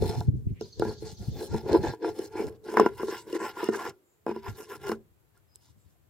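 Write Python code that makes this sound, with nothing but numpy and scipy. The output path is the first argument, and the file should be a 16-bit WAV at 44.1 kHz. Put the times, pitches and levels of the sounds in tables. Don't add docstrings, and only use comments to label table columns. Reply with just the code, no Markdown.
import sys
import numpy as np
from scipy import signal
from scipy.fft import rfft, irfft, next_fast_len
from scipy.io import wavfile
from scipy.ndimage import uniform_filter1d

SR = 44100
rng = np.random.default_rng(int(sys.argv[2]) if len(sys.argv) > 2 else 0)


def unload_audio(sound):
    columns = np.transpose(np.atleast_2d(sound))
    steps = np.round(np.clip(columns, -1, 1) * 32767)
    wavfile.write(sys.argv[1], SR, steps.astype(np.int16))


def gain_from_db(level_db):
    decades = np.asarray(level_db, float) / 20
    return 10 ** decades


N = 268613
PADDED = next_fast_len(N)
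FREQS = np.maximum(np.fft.rfftfreq(PADDED, 1 / SR), 1)

# start_s, length_s, hiss_db, boom_db, panel_db
STROKES = [(-.01, 0.13, -55.5, -28, -43.5), (0.057, 0.17, -62, -38, -45), (0.2, 0.09, -73, -58, -69),
           (0.215, 0.51, -84.5, -57.5, -96.5), (0.613, 0.092, -71.5, -50, -69),
           (0.787, 0.17, -63.5, -32.5, -48.5), (1.006, 0.14, -57.5, -52, -54.5),
           (1.175, 0.14, -65, -54, -59.5), (1.328, 0.16, -57.5, -38.5, -53.5),
           (1.485, 0.15, -59.5, -39, -44), (1.653, 0.15, -58, -26.5, -38.5),
           (1.8, 0.15, -58, -32.5, -40), (2.006, 0.12, -61.5, -30, -42), (2.134, 0.16, -62, -36.5, -52),
           (2.312, 0.16, -61, -34.5, -42.5), (2.469, 0.032, -65, -46.5, -50.5),
           (2.5, 0.072, -78.5, -62.5, -69),
           (2.642, 0.12, -59, -44, -48), (2.73, 0.16, -55, -27, -34), (2.898, 0.076, -71.5, -53, -63),
                (2.961, 0.1, -60, -52, -44.5), (3.063, 0.16, -54.5, -42, -42.5),
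                (3.252, 0.12, -61.5, -48, -54), (3.337, 0.04, -53.5, -40, -40.5),
                (3.383, 0.14, -54.5, -37.5, -36.5), (3.55, 0.15, -53.5, -41, -38),
                (3.712, 0.064, -54.5, -43.5, -40), (3.763, 0.092, -59.5, -45.5, -40),
                (3.834, 0.077, -57, -39.5, -39.5), (4.267, 0.07, -66.5, -52, -48.5),
                (4.326, 0.087, -67.5, -54, -54), (4.423, 0.1, -60.5, -42.5, -43),
                (4.543, 0.13, -60, -47, -54), (4.679, 0.1, -59, -42, -45.5),
                (4.808, 0.14, -56.5, -38.5, -43)]
# start_s, length_s, hiss_db, boom_db, panel_db
BRUSHES = [
    (5.333, 0.071, -85, -78.5, -74),
    (5.545, .03, -72.5, -70, -83.5),
    (5.574, 0.16, -76, -92, -78),
    (5.769, 0.2, -84, -98.5, -89),
]
# freq_hz, level_db, t60_s,
# shape_db (gained as the contact moves round the hole)
BOX_MODES = [(221, -18, 0.3, 6.5), (333, -26, 0.12, -7), (326, -8, 0.15, -3), (375, 4, 0.047, 4),
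             (394.4, -11.5, 0.26, 9), (431.2, -3.5, 0.12, -0.5), (505, -9, 0.051, 1.5),
             (509, -12.5, 0.093, 0.5)]
PANEL_MODES = [(700, -3, 0.082, -7.5), (858.6, 5, 0.048, -6), (977.5, 3, 0.061, 1.5),
               (1032, 0.5, 0.018, 14.5), (1207, -5.5, 0.018, 6), (1396, -3.5, 0.088, 6),
               (1526, -11, 0.087, 3), (1631, 0.5, 0.027, 2.5), (1813, -15.5, 0.03, 15),
               (1920, -7.5, 0.0081, 15), (2114, -16, 0.016, 15)]
BLADE_MODES = [(2710, 2, 0.005, 5), (2840, 2, 0.032, 6), (3557, -6.5, .02, -20), (4150, 6.5, 0.012, -14),
               (5050, 3, 0.06, -4), (5245, 8, 0.045, -3), (5170, -10, 0.011, 5.5), (6600, -22, 0.03, 1),
               (7760, -9, .011, -0.5), (12000, -3.5, 0.00074, 6.5), (14930, -13, 0.009, -3)]
# freq_hz, density_db (per Hz)
TEETH_SPECTRUM = [(1180, -60.5), (2000, -6.5), (2340, -7), (2780, -2), (3740, 7), (5250, 2.5), (5780, 3.5),
                  (11900, -2.5), (16000, -6.5)]
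STROKE_SHAPE = 0.43, 1.87
HISS_SHAPE = 0.62, 3.6
HISS_ENDS_DB, BOOM_ENDS_DB, PANEL_ENDS_DB, BLADE_ENDS_DB = 15, 15.5, 20, 23
BLADE_FROM_PANEL, BLADE_DB = 0.43, -8
LINGER_DB, LINGER_T60_S = -18.5, 1
TRAIL_DB, TRAIL_T60_S = -17.5, 0.2
GRAIN_HZ, GRAIN_DB = (700, 2700), -11
SPARKLE_HZ = 6950


def strokes():
    s, length, hiss_db, boom_db, panel_db = np.transpose(STROKES + BRUSHES)
    blade_db = BLADE_DB + BLADE_FROM_PANEL * panel_db + (1 - BLADE_FROM_PANEL) * hiss_db

    boom = swells(zip(s, length, boom_db), BOOM_ENDS_DB, *STROKE_SHAPE)
    panel = swells(zip(s, length, panel_db), PANEL_ENDS_DB, *STROKE_SHAPE)
    blade = swells(zip(s, length, blade_db), BLADE_ENDS_DB, *HISS_SHAPE)
    hiss = swells(zip(s, length, hiss_db), HISS_ENDS_DB, *HISS_SHAPE)
    sparkle = swells(zip(s, length, hiss_db), HISS_ENDS_DB + 1.5, *HISS_SHAPE)
    boom = trailing(boom, LINGER_DB, LINGER_T60_S)
    levels = np.array([panel, blade, hiss, sparkle])
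    panel, blade, hiss, sparkle = trailing(levels, TRAIL_DB, TRAIL_T60_S)

    coarse = bites(1500, spread_db=2.0)
    fine = bites(5000, spread_db=3.0) * gain_from_db(1.6 * drift(45))
    box_ring = evened(body(coarse, BOX_MODES[1:], wander_db=7.0), 0.053, 0.22)
    panel_ring = evened(body(coarse + 0.63 * fine, PANEL_MODES, wander_db=4.5), 0.053, 1.0)
    blade_ring = gain_from_db(3.5) * evened(body(fine, BLADE_MODES, wander_db=1.2), 0.2, 0.3)
    grain_band = signal.butter(2, GRAIN_HZ, "band", fs=SR, output="sos")
    grain = gain_from_db(GRAIN_DB) * rms_one(signal.sosfilt(grain_band, coarse + fine))

    teeth = gain_from_db(2.5) * patchy(coloured(fine, TEETH_SPECTRUM))
    treble = signal.butter(2, SPARKLE_HZ, "high", fs=SR, output="sos")
    top = signal.sosfiltfilt(treble, teeth)
    out = boom * box_ring + panel * (panel_ring + grain) + blade * blade_ring
    return out + hiss * (teeth - top) + sparkle * top


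def bites(per_s, spread_db):
    sizes = gain_from_db(spread_db * np.minimum(rng.exponential(1, N), 4)) * rng.choice([-1, 1], N)
    return sizes * (rng.random(N) < per_s / SR)


def ring(clicks, hz, t60):
    t60 = min(t60, 110 / hz)
    radius = gain_from_db(-60 / (t60 * SR))
    angle = 2 * np.pi * hz / SR
    poles = [1, -2 * radius * np.cos(angle), radius * radius]
    return signal.lfilter([0, np.sin(angle)], poles, clicks + 1e-18)


def body(clicks, modes, wander_db):
    travel, where = [drift(2.71) for _ in range(4)], place()
    out = np.zeros(N)
    for k, (hz, db, t60, shape_db) in enumerate(modes):
        force = gain_from_db(db + shape_db * where + wander_db * travel[k % 4])
        out += (-1) ** k * ring(clicks * force, hz, t60)
    return out


# time_s, place (-1 to 1)
PLACE = [(0, -0.76), (.6, -0.18), (1.3, -0.38), (1.9, -0.61), (2.299, -0.17), (2.7, 0.68), (3.1, 0.68),
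         (3.499, 0.81), (3.899, 0.68), (4.3, 0.37), (4.6, 0.69), (4.9, 0.59), (6.09, 0.55)]


def place():
    return np.interp(np.arange(N) / SR, *np.transpose(PLACE))


def patchy(x):
    edges = np.geomspace(1500, 18000, num=7)
    out = x.copy()
    for pair in zip(edges, edges[1:]):
        band = signal.lfilter(*signal.butter(1, pair, "band", fs=SR), x)
        out += 0.5 * band * drift(10)
    return rms_one(out)


# time_s, peak_db, thud_db, panel_db, upper_panel_db (shares)
KNOCKS = [(0.022, -16.5, -6, -22, -21), (0.209, -34, -32, 11, 11.5), (0.610, -15.5, -14, -19, -18.5),
          (0.796, -11, -20, -27, -19), (0.82, -11, -5.5, -1.5, 1), (0.85, -17.5, -1, -6, -17),
          (1.543, -17, 0, -9, -5), (1.846, -16.5, -15, -2.5, -9), (2.044, -13, -30, -3.5, 2),
          (2.739, -16, -21.5, -6, -14), (2.769, -4.5, -20, 3.5, 3), (2.778, -16, -18, -3, 4.5),
          (2.796, -5.5, -8.5, 1, -4), (2.805, -18, -16, -2.5, 0), (2.860, -12, -23, 3, 4.5),
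          (3.031, -15, -17.5, -10, -9.5), (3.687, -7.5, -12.5, -9.5, -9.5), (4.264, -18.5, -8, 2, -4),
          (4.279, -19.5, -11.5, -4, -5), (4.291, -22, -15, 2, -18), (4.311, -24, -7, 1.5, -12.5),
          (4.361, -19, -8, -4, -15), (4.893, -17, -5.5, -4, -4), (4.916, -17, -5, 2, 0.5)]
# time_s, peak_db, panel_db (share)
SNAGS = [(0.879, -18, -13), (0.905, -26, 0.5), (1.02, -22, -23), (1.384, -33, -15), (1.407, -21, -11),
         (1.427, -14.5, -20), (1.524, -24, -22), (1.66, -32, -4), (1.677, -30, -15), (1.712, -25, -12),
         (1.73, -5, -13), (1.745, -7, -7), (1.754, -7, -8), (1.765, -14, -5), (1.831, -14, -20),
         (1.866, -20, -1), (1.933, -25, -4.5), (2.02, -30, 0), (2.077, -17, -7.5), (2.09, -31, 3),
         (2.19, -17.5, -25), (2.351, -23, -10), (2.376, -25, -1), (2.391, -13.5, -12), (2.425, -29, 0),
         (2.469, -23.5, -26), (2.676, -30, -12), (2.685, -24, -5), (2.713, -25, -12), (2.817, -20, -15),
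         (2.886, -33, 2), (2.994, -18, -14.5), (3.012, -31, -4), (3.08, -15, -10.5), (3.122, -24.5, -25),
         (3.266, -28.5, -19), (3.296, -32, -11), (3.327, -18, -31), (3.349, -18, -12), (3.361, -22.5, -8),
         (3.398, -20.5, -7), (3.413, -16.5, -6.5), (3.425, -29.5, -4), (3.567, -29.5, 2), (3.627, -14, -12),
         (3.727, -19.5, -8), (3.745, -20.5, -4), (3.85, -25.5, 1.5), (3.87, -23, -5), (4.461, -43.5, 19),
         (4.606, -44, 2), (4.72, -30, -19), (4.883, -26, -12)]
# time_s, level_db
SNAPS = [(0.206, -42), (2.469, -49), (2.74, -44), (2.771, -33), (2.799, -29.5), (2.861, -40),
         (3.627, -43.5), (3.642, -36.5), (3.851, -45.5), (3.895, -42), (3.695, -44), (4.265, -49),
         (4.279, -54.5), (4.292, -52.5), (4.362, -54), (4.891, -38.5), (4.917, -40)]
SNAG_THUD_DB = -25
KNOCK_RISE_S, SNAG_RISE_S = 0.002, 0.007
CRACK_DB, CRACK_PER_PEAK_DB, CRACK_PER_PANEL_DB = -38, 2, -1.3
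BOX_DAMPING, PANEL_DAMPING = 0.64, 0.78


def knocks():
    drags = [(s, db, SNAG_THUD_DB, edge_db, edge_db) for s, db, edge_db in SNAGS]
    s, peak_db, thud_db, panel_db, upper_db = np.transpose(KNOCKS + drags)
    at = (s * SR).astype(int)
    hard = np.arange(len(s)) < len(KNOCKS)
    t = np.arange(SR // 50) / SR
    rise_s = np.where(hard, KNOCK_RISE_S, SNAG_RISE_S)[:, None]
    rise = np.sin(np.pi * np.minimum(t / rise_s, 1)) ** 2

    modes = BOX_MODES + PANEL_MODES
    chance = rng.normal(0, 1, (len(at), len(modes)))
    judder = 0.12 * bites(1200, spread_db=1.5)
    where = place()[at]
    out = np.zeros(N)
    for k, (hz, db, t60, shape_db) in enumerate(modes):
        if hz < 260:
            share_db = thud_db + 12.5
        elif hz < 600:
            share_db = -8
        elif hz < 1100:
            share_db = panel_db - 17.0
        else:
            share_db = upper_db - 17.5
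        force = gain_from_db(peak_db + db + share_db + shape_db * where + 3.74 * chance[:, k]) / rise.sum(axis=1)
        pulses = 2 * force[:, None] * rise * np.cos(2 * np.pi * hz * t)
        clicks = np.zeros(N)
        np.add.at(clicks, at[:, None] + np.arange(len(t)), pulses)
        clicks += judder * signal.lfilter([1], [1, -gain_from_db(-60 / (0.04 * SR))], clicks)
        damping = BOX_DAMPING if hz < 600 else PANEL_DAMPING
        out += (-1) ** k * ring(clicks, hz, t60 * damping)
    out = signal.lfilter(*signal.butter(1, [190, 2600], "band", fs=SR), out)
    crack_db = CRACK_DB + CRACK_PER_PEAK_DB * peak_db + CRACK_PER_PANEL_DB * upper_db - 6.0 * ~hard
    return out + cracks(at, crack_db)


def cracks(at, crack_db):
    burst = np.zeros(N)
    burst[at] = gain_from_db(crack_db)
    burst[[round(s * SR) for s, db in SNAPS]] += gain_from_db([db for s, db in SNAPS])
    dying = signal.lfilter([1], [1, -gain_from_db(-60 / (0.0063 * SR))], burst)
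    noise = coloured(rng.standard_normal(N), TEETH_SPECTRUM)
    return dying * noise + 0.27 * body(burst, BLADE_MODES, wander_db=3.0)


# start_s, length_s, freq_hz, level_db
SQUEALS = [(1.337, 0.11, 14800, -62), (1.74, .03, 336, -19.5), (1.744, 0.019, 940, -32.5),
           (.02, .04, 400.7, -29), (.08, .1, 860, -43.5), (1.66, .1, 4400, -62.5), (2.02, .08, 5200, -62),
           (2.17, .07, 5250, -61.5), (2.77, .02, 5340, -52.5), (2.797, .01, 5370, -47),
           (2.81, .025, 407, -20), (1.836, 0.023, 1610, -39.5), (2.18, 0.068, 2960, -64),
           (2.365, 0.069, 2300, -49.5), (2.798, 0.007, 2800, -44.5), (3.09, 0.17, 7900, -63),
           (3.103, .1, 12000, -67), (3.34, 0.038, 12000, -68), (3.384, .11, 7800, -56.5),
           (3.392, 0.14, 12000, -66.5), (3.394, .09, 14600, -68.5), (3.42, .06, 2800, -58),
           (3.603, 0.037, 3200, -56), (3.735, .025, 1600, -36), (3.779, 0.058, 1010, -40),
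           (3.823, 0.03, 1690, -47), (3.855, 0.027, 5130, -55), (4.297, .03, 1385, -45),
           (4.43, 0.11, 12000, -65), (4.563, .07, 12000, -60.5), (4.688, .07, 12000, -60.5),
           (4.696, .06, 2700, -62), (4.263, .06, 2480, -57), (4.915, .01, 4360, -48),
           (4.92, .03, 1380, -44.5), (4.7, .07, 1390, -51.5), (4.58, .06, 426, -47), (3.0, .04, 1610, -47),
           (3.1, .06, 1570, -48.5), (3.335, .035, 1850, -47.5), (3.4, .08, 1790, -49),
           (3.09, .08, 5300, -56), (3.56, .1, 12000, -66.5), (3.56, .1, 7740, -64.5),
           (3.79, .1, 12000, -65.5), (3.79, .1, 7710, -66.5)]
SQUEAL_CYCLES = 44


def squeals():
    out = np.zeros(N)
    for s, length, hz, db in SQUEALS:
        noise = rms_one(ring(rng.standard_normal(SR // 4), hz, SQUEAL_CYCLES / hz))
        noise = noise[-round(length * SR):]
        out[round(s * SR):][:len(noise)] += gain_from_db(db) * np.hanning(len(noise)) ** 0.25 * noise
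    return out


# time_s, peak_db, freq_hz, t60_s
TICKS = [(5.376, -56.5, 8900, 0.005), (5.37, -62.5, 1402, 0.092), (5.378, -62, 5970, .002),
         (5.378, -62, 14200, 0.0019), (5.558, -35.5, 8000, 0.0028), (5.558, -51, 6290, 0.0027),
         (5.558, -51, 14500, 0.0019), (5.558, -50, 12300, 0.0028), (5.61, -70.5, 3300, .01),
         (5.647, -66.5, 10430, .002), (5.687, -63, 970, .04), (5.955, -67, 700, 0.066)]


def ticks():
    out = np.zeros(N)
    for s, db, hz, t60 in TICKS:
        touch = gain_from_db(db) * signal.unit_impulse(N, round(s * SR))
        out += signal.lfilter(*signal.butter(2, hz / 2, "high", fs=SR), ring(touch, hz, t60))
    return out


# freq_hz, side_db (side minus mid)
WIDTH = [(60, -12), (110, -23.5), (200, -8.5), (380, -2.5), (700, -13), (1290, -11), (2380, -2),
         (4400, 0.5), (8120, 5.5), (15000, 6.5)]


def ports(x):
    scattered = np.roll(x, 12) * (0.2 + drift(300))
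    skew = 0.7j * rfft(x, PADDED) * FREQS / (FREQS + 1500)
    side = irfft((rfft(scattered, PADDED) + skew) * gain_from_db(on_freqs(WIDTH) - 5.5), PADDED)[:N]
    return x + side * [[1], [-1]]


# start_s, length_s, level_db
CHIRPS = [
    (0.632, 0.021, -57.5),
    (0.724, 0.016, -53.5),
    (0.806, 0.013, -52),
    (0.887, 0.019, -51.5),
    (0.979, 0.015, -59),
    (1.065, 0.014, -62),
    (1.17, .01, -59),
    (1.239, 0.012, -60),
]
# start_s, length_s, start_hz, end_hz, level_db
NOTES = [(0.608, 0.024, 6360, 6250, -64), (0.653, 0.011, 4830, 5000, -58), (0.715, 0.029, 6500, 5940, -65),
         (1.008, 0.025, 4230, 4150, -63), (1.137, 0.032, 6400, 5980, -66), (1.313, 0.065, 3740, 3380, -64),
         (1.39, 0.015, 4120, 4170, -55), (1.424, 0.0096, 3980, 4150, -51), (4.033, 0.13, 7440, 7110, -81),
         (5.479, 0.046, 5250, 4970, -81), (5.507, 0.061, 4980, 5120, -75.5),
         (5.57, 0.12, 5140, 5170, -80.5), (5.78, 0.071, 7760, 7500, -80)]
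CHIRP_HZ, CHIRP_FALL_HZ_PER_S, CHIRP_WAVER_HZ = 4810, 43000, 173
WAVER_HZ, WAVER_POWER = 34.66, 6


def birds():
    voices = []
    for s, length, db in CHIRPS:
        end_hz = CHIRP_HZ - CHIRP_FALL_HZ_PER_S * length
        voices.append((s, length, CHIRP_HZ, end_hz, db, CHIRP_WAVER_HZ))
    for s, length, start_hz, end_hz, db in NOTES:
        voices.append((s, length, start_hz, end_hz, db, WAVER_HZ * (start_hz / 5000) ** WAVER_POWER))

    song, waver = np.zeros(N), drift(270)
    for s, length, start_hz, end_hz, db, waver_hz in voices:
        start = round(s * SR)
        hz = np.linspace(start_hz, end_hz, round(length * SR))
        hz = hz + waver_hz * waver[start:][:len(hz)]
        whistle = np.sin(2 * np.pi * np.cumsum(hz) / SR)
        song[start:][:len(hz)] += gain_from_db(db + 5.0) * np.hanning(len(hz)) ** 0.24 * whistle
    t = np.arange(SR // 2) / SR
    echoes = rng.standard_normal((2, len(t))) * gain_from_db(-60 * t / 0.5 - 33.0)
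    return song + signal.fftconvolve(song[None], echoes)[:, :N]


# time_s, level_db
CHATTER = [
    (0.595, -83),
    (0.625, -62.5),
    (0.656, -77),
    (0.776, -73.5),
    (0.82, -67),
    (0.94, -71.5),
    (1.452, -73.5),
    (1.7, -80.5),
]
# start_s, length_s, level_db
CROAKS = [
    (.475, .04, -71.5),
    (.55, 0.068, -63.5),
]


def flock():
    high_band = signal.butter(4, [3300, 6800], "band", fs=SR, output="sos")
    high = rms_one(signal.sosfilt(high_band, rng.standard_normal((2, N))))
    low_band = signal.butter(2, [1900, 2800], "band", fs=SR, output="sos")
    hoarse = rms_one(signal.sosfilt(low_band, rng.standard_normal((2, N))))
    chatter = in_time(CHATTER) * gain_from_db(12.0 + 1.8 * drift(25)) * high
    return chatter + swells(CROAKS, 8.6, *STROKE_SHAPE) * hoarse


# time_s, level_db
BREEZE = [(0.0, -46), (0.5, -44), (0.7, -63), (1.1, -68), (1.9, -52), (2.0, -73), (2.3, -62), (2.47, -48),
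          (2.66, -71), (2.81, -52), (3.26, -64.5), (3.9, -66.5), (4.0, -82), (4.21, -77), (4.3, -57),
          (4.95, -81), (5.34, -72.5), (6.09, -69)]
# freq_hz, density_db (per Hz)
WIND_SPECTRUM = [(12, -61.5), (20, -22.5), (32, -28), (54, -5), (109, 1.5), (333, -22), (552, -40.5),
                 (700, -55.5), (910, -74), (1540, -120)]
# centre_s, length_s, level_db
GUSTS = [(0.041, 0.097, -27), (0.107, 0.048, -31), (0.191, 0.066, -27.5), (0.293, 0.042, -19.5),
         (0.356, 0.076, -29.5), (0.474, 0.028, -28), (0.519, 0.041, -31), (0.648, 0.061, -47),
         (0.82, 0.11, -39), (0.896, 0.08, -38), (1.069, 0.22, -45), (1.132, 0.017, -40),
         (1.218, 0.062, -37.5), (1.288, 0.023, -29.5), (1.342, 0.17, -38.5), (1.528, 0.076, -34.5),
         (1.556, 0.074, -33), (1.653, 0.047, -37), (1.729, 0.06, -35.5), (1.81, 0.072, -32),
         (1.892, 0.061, -34.5), (2.11, 0.14, -51.5), (2.473, 0.044, -50), (3.11, 0.11, -66),
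         (3.72, 0.019, -51), (3.896, 0.04, -51), (4.505, 0.086, -37.5), (4.917, 0.39, -53.5),
         (5.706, 0.047, -60), (5.777, 0.057, -63), (5.871, 0.045, -63)]
GUST_ENDS_DB, GUST_SHAPE = 18.5, (0.35, 1.36)


def wind():
    shared, left, right = (coloured(rng.standard_normal(N), WIND_SPECTRUM) for _ in range(3))
    pair = np.array([evened(0.2 * shared + own, 0.04, 0.27) for own in (left, right)])
    veer_db = np.interp(np.arange(N) / SR, [4.8, 5.3], [0, 2.5]) * [[1], [-1]]
    gusts = [(s - length / 2, length, db) for s, length, db in GUSTS]
    level = in_time(BREEZE) + swells(gusts, GUST_ENDS_DB, *GUST_SHAPE)
    return level * gain_from_db([[3.5], [2.5]] + veer_db) * pair


# freq_hz, density_db (per Hz)
AIR_SPECTRUM = [(100, -41), (170, -36.5), (235, -18.5), (290, 3), (721, -4), (1250, -7.5), (5840, -19.5),
                (7480, -14), (9390, -19), (12500, -12), (16000, -17)]
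AIR_DB = -68


def garden_air():
    pair = [coloured(rng.standard_normal(N), AIR_SPECTRUM) for _ in range(2)]
    return gain_from_db(AIR_DB - 3.5) * np.array(pair)


def rms_one(x):
    return x / np.sqrt(np.mean(x ** 2) + 1e-20)


def in_time(rows, silence_db=-110):
    s, db = np.transpose(rows)
    return gain_from_db(np.interp(np.arange(N) / SR, s, db, silence_db, silence_db))


def on_freqs(points):
    hz, db = np.transpose(points)
    return np.interp(np.log(FREQS), np.log(np.maximum(hz, 1)), db)


def coloured(x, spectrum):
    return rms_one(irfft(rfft(x, PADDED) * gain_from_db(on_freqs(spectrum)), PADDED)[:N])


def drift(rate_hz):
    low = signal.butter(2, rate_hz, fs=SR, output="sos")
    slow = signal.sosfilt(low, rng.standard_normal(N + SR))
    return rms_one(slow[SR:])


def trailing(level, tail_db, t60):
    fade = gain_from_db(-60 / (t60 * SR))
    return level + gain_from_db(tail_db) * signal.lfilter([1 - fade], [1, -fade], level)


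def evened(x, span_s, share):
    level = np.sqrt(uniform_filter1d(x ** 2, round(span_s * SR)).clip(1e-12))
    return rms_one(x / level ** np.clip(share, 0, 1))


def swells(rows, ends_db, peak_at, squareness):
    out = np.zeros(N)
    for s, length, db in rows:
        at = np.arange(max(0, round((s - length) * SR)), min(N, round((s + 2 * length) * SR)))
        along = (at / SR - s) / length - peak_at
        reach = np.where(along < 0, peak_at, 1 - peak_at)
        out[at] += gain_from_db(db - ends_db * np.abs(along / reach) ** squareness)
    return out


def scene():
    radiation = signal.butter(4, 170, "high", fs=SR, output="sos")
    box = signal.sosfilt(radiation, strokes() + knocks() + squeals() + ticks())
    return ports(box) + birds() + flock() + wind() + garden_air()


def top_cut(x):
    return signal.sosfilt(signal.butter(12, 16350, fs=SR, output="sos"), x)


def record(dry):
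    mix = irfft(rfft(dry, PADDED) * (FREQS < 15860), PADDED)[:, :N]
    return top_cut(mix)


dry = scene()
out = record(dry)
unload_audio(out)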